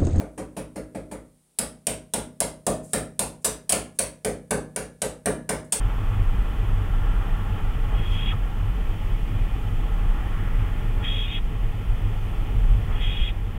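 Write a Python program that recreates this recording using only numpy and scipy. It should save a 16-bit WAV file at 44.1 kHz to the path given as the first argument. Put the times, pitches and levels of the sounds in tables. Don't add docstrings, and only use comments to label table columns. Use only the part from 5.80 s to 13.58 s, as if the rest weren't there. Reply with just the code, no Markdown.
import sys
import numpy as np
from scipy import signal
from scipy.fft import rfft, irfft, next_fast_len
from scipy.io import wavfile
from scipy.ndimage import uniform_filter1d

SR = 44100
rng = np.random.default_rng(int(sys.argv[2]) if len(sys.argv) > 2 else 0)


def generate_wav(signal):
    frames = np.transpose(np.atleast_2d(signal))
    scaled = np.clip(frames, -1, 1) * 32767
    pcm = np.round(scaled).astype(np.int16)
    wavfile.write(sys.argv[1], SR, pcm)


N = 343098
SIZE = next_fast_len(N, True)
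TIME, FREQS = np.arange(N) / SR, np.fft.rfftfreq(SIZE, 1 / SR)

# start, length of the soft lead-in and length of the hold in seconds, then
# in dB the rasp, its growth, the shrill edge, the whistle, its growth, the opening and closing puffs.
CALLS = [(2.147, .066, .315, -41, 15, -51, -42, 8.5, -39.5, -36),
         (5.216, 0.023, 0.35, -34.5, 2.5, -38, -31.5, -1, -41.5, -45),
         (7.13, 0.08, .3, -34.5, 3, -40, -30, -3.5, -39, -55)]


def owl(rasp_gain, edge_gain, whistle_gain, flutter=.11, flutter_hz=110):
    # frequency in Hz, level in dB.
    throat = [(1000, -16), (1550, -14), (1950, -7), (2130, -2.5), (2210, -6), (2400, -1.5), (2590, 5),
              (2700, -16.5), (2790, 1.5), (2970, 1.5), (3110, -13), (3300, 9), (3430, -4), (3510, -17),
              (3600, -11)]
    shake = unit(np.exp(flutter * noise(lowpass(flutter_hz, order=2))))
    rasp = noise(spectrum(throat) + box() / 2)
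    edge = unit(band(3645, half_width_hz=71, order=2).real)
    return shake * (rasp_gain * rasp + edge_gain * edge + whistle_gain * whistle())


def whistle(pitch_hz=3277, steadiness=.14):
    # frequency in Hz, width in Hz, level in dB.
    modes = [(3175, 37, 7), (3326, 53, 8.5), (3600, 27, -8)]
    jet = band(pitch_hz, half_width_hz=96, order=3).real
    power = sum(amp(db) ** 2 * peak(hz, width) for hz, width, db in modes)
    tone = signal.hilbert(colour(jet, 10 * np.log10(power)))
    return unit((tone / (abs(tone) + 1e-9) ** steadiness).real)


def breath(lead_rasp_db=-43, lead_whistle_db=-50, late_s=.0049, early_s=.013):
    # time and half length in seconds, change in dB.
    falters = [(5.36, .018, -4), (5.48, 0.03, -16), (7.36, 0.1, -8)]
    rasp, edge, tone, flow = np.zeros((4, N))
    for opens, lead_s, hold_s, rasp_db, growth_db, edge_db, tone_db, tone_growth_db, _, _ in CALLS:
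        full = opens + lead_s
        lead = ramp(opens, .053) * (1 - ramp(full, .023))
        push = pressure(full, hold_s, growth_db)
        blow = pressure(full + late_s, hold_s - late_s - early_s, tone_growth_db)
        rasp += amp(lead_rasp_db) * lead + amp(rasp_db) * push
        edge += amp(edge_db) * push
        tone += amp(lead_whistle_db) * lead + amp(tone_db) * blow
        flow += pressure(full, hold_s)
    tone *= amp(sum(db * bump(s, half) for s, half, db in falters))
    return rasp, edge, tone, flow


def pressure(full, hold_s, growth_db=0, attack_s=.023, release_s=.035):
    progress = np.clip((TIME - full) / (.87 * hold_s), 0, 1)
    growth = amp(growth_db * (progress - .5))
    return ramp(full, attack_s) * growth * (1 - ramp(full + hold_s, release_s))


def beak(opening_s=.053, shutting_s=.022, linger_s=.057, linger_db=-6, widening_db=-8):
    # frequency in Hz, level in dB.
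    puff_tone = [(200, -26.5), (400, 3.5), (1000, -2), (1900, -2), (3000, -14)]
    shut_hz, half_hz, widening_hz, open_hz = 895, 1120, 1950, 2520
    path, puff, sweep = [], 0, 0
    for opens, lead_s, hold_s, rasp_db, *_, open_db, shut_db in CALLS:
        full = opens + lead_s
        shuts = full + hold_s
        path += [(opens, half_hz), (full, widening_hz),
                 (shuts - shutting_s, open_hz), (shuts, half_hz), (shuts + shutting_s, shut_hz)]
        linger = amp(linger_db) * bump(opens + linger_s, linger_s)
        puff += amp(open_db) * np.maximum(bump(opens, opening_s), linger)
        sweep += amp(rasp_db + widening_db) * bump(full + opening_s / 2, opening_s)
        sweep += amp(shut_db) * bump(shuts, shutting_s)
    hollow = band(np.interp(TIME, *np.transpose(path)), half_width_hz=300, order=2).real
    return puff * noise(spectrum(puff_tone) + box()) + sweep * unit(colour(hollow, box()))


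def box():
    # frequency in Hz, width in Hz, change in dB.
    resonances = [(446.4, 46, 5), (825.5, 127, 8), (1104, 104, 5.5), (1352, 280, 7), (1495, 96, -5.5),
                  (1820, 160, 3.5), (1980, 34, 5.5), (2480, 66, 4.5), (3053, 61, 5)]
    return sum(db * peak(hz, width) for hz, width, db in resonances)


def rumble(rumble_db=-22.5, hum_db=-31, throb_db=2.2):
    # frequency in Hz, level in dB.
    rumble_tone = [(6, -30), (20, -7), (32, 1.5), (49, -5.5), (63, -27.5), (100, -37), (300, -100)]
    hum_tone = [(30, -63), (62, -15.5), (72, -9), (81, -10), (96, -1), (114, -7), (128, -18.5), (170, -37),
                (400, -100)]
    # time and half length in seconds, then rumble and hum change in dB.
    surges = [(0.462, 0.17, 4, 0), (1.15, 0.085, 5.5, 7.5), (1.398, 0.034, 8, 0), (2.15, 0.048, 6.5, 4.5),
              (4.4, 0.31, 2.5, -0.5), (5.883, 0.044, 9.5, 2), (6.948, 0.14, 7.5, 6), (7.42, 0.023, 17, 0.5)]
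    rumble_db += sum(db * bump(s, half) for s, half, db, _ in surges)
    hum_db += sum(db * bump(s, half) for s, half, _, db in surges)
    hum_db += throb_db * noise(lowpass(hz=7, order=2))
    return amp(rumble_db) * throb(rumble_tone, evenness=.9) + amp(hum_db) * throb(hum_tone, evenness=.5)


def throb(points, evenness):
    wave = signal.hilbert(noise(spectrum(points)), SIZE)[:N]
    strength = np.sqrt(uniform_filter1d(abs(wave) ** 2, size=24000))
    return unit(wave.real / strength ** evenness)


def night(air_db=-36, waver_db=.5):
    # frequency in Hz, level in dB.
    air_tone = [(80, 8.5), (130, 14), (150, 16.5), (168, 18), (195, 14), (250, 10), (370, 4.5), (550, 0),
                (800, -3), (1000, -6), (1500, -7.5), (2200, -6.5), (3000, -7), (3400, -8.5), (3800, -11.5)]
    # time and half length in seconds, level in dB, centre frequency in Hz.
    swells = [(.1, 0.61, -48, 1049), (1.4, 0.58, -47.5, 1197), (2.6, 0.63, -52, 1157),
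              (4.0, 0.33, -57.5, 899), (4.6, 0.51, -48.5, 1601)]
    air = amp(air_db) * noise(spectrum(air_tone) + box())
    times, _, _, centres_hz = np.transpose(swells)
    swell = unit(band(np.interp(TIME, times, centres_hz), half_width_hz=600, order=3).real)
    swell *= sum(amp(db) * bump(s, half) for s, half, db, _ in swells)
    waver = amp(waver_db * noise(lowpass(hz=14, order=2)))
    return (air + colour(swell, box())) * waver


def amp(db):
    return 10 ** (np.asarray(db) / 20)


def unit(x):
    return x / np.sqrt(np.mean(x ** 2) + 1e-20)


def spectrum(points):
    hz, db = np.transpose(points)
    return np.interp(np.log(FREQS + 1), np.log(hz + 1), db)


def peak(hz, width_hz):
    return 1 / (1 + (2 * (FREQS - hz) / width_hz) ** 2)


def lowpass(hz, order):
    return -10 * np.log10(1 + (FREQS / hz) ** (2 * order))


def colour(x, db):
    return irfft(rfft(x, SIZE) * amp(db), SIZE)[:N]


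def noise(db):
    return unit(colour(rng.standard_normal(N), db))


def band(centre_hz, half_width_hz, order):
    shape = lowpass(half_width_hz, order)
    turn = np.exp(2j * np.pi * np.cumsum(centre_hz * np.ones(N)) / SR)
    return turn * (noise(shape) + 1j * noise(shape))


def bump(s, half_length_s):
    return np.exp(-((TIME - s) / half_length_s) ** 2)


def ramp(s, length_s):
    return .5 + .5 * np.sin(np.pi * np.clip((TIME - s) / length_s, -.5, .5))


def scene(mic_edge_hz=3512, fizz_db=-64, overtone_db=-34, hiss_db=-56.5, sink_db=-1.5, sink_s=.97):
    rasp_gain, edge_gain, whistle_gain, flow = breath()
    in_box = owl(rasp_gain, edge_gain, whistle_gain) + beak() + rumble() + night()
    heard = colour(in_box, lowpass(mic_edge_hz, order=22))
    flare = amp(-61) * bump(2.335, .035)
    fizz = (amp(fizz_db) * flow + flare) * noise(lowpass(hz=7500, order=2))
    overtone = amp(overtone_db) * whistle_gain * unit(band(6580, half_width_hz=420, order=1).real)
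    hiss = amp(hiss_db) * noise(spectrum([(4000, 3), (6000, .9), (10000, 1), (16000, 1)]))
    sink = amp(sink_db * ramp(TIME[-1] - sink_s / 2, sink_s))
    return ((heard + fizz + overtone + hiss) * sink)[None]


def record(dry, threshold_db=-38, squeeze=.35, recovery_db_per_s=7, lag_s=.12, whine_db=-58):
    x = dry[0]
    treble = signal.sosfilt(signal.butter(2, 1500, "high", fs=SR, output="sos"), x)
    power_db = 10 * np.log10(abs(uniform_filter1d(treble ** 2, size=4000)) + 1e-12)
    fall_db = TIME * recovery_db_per_s
    held_db = np.maximum.accumulate(power_db + fall_db) - fall_db
    over_db = np.maximum(held_db - threshold_db, 0)
    lag = np.exp(-1 / (lag_s * SR))
    x = x / amp(squeeze * signal.lfilter([1 - lag], [1, -lag], over_db))
    clock = np.cos(2 * np.pi * 8000 * TIME)
    x *= 1 + 2 * amp(whine_db) * clock
    x *= signal.windows.tukey(N, .001)
    top_cut = signal.firwin(801, cutoff=15800, window=("kaiser", 9), fs=SR)
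    return signal.oaconvolve(x, top_cut, "same")[None]


dry = scene()
out = record(dry)
generate_wav(out)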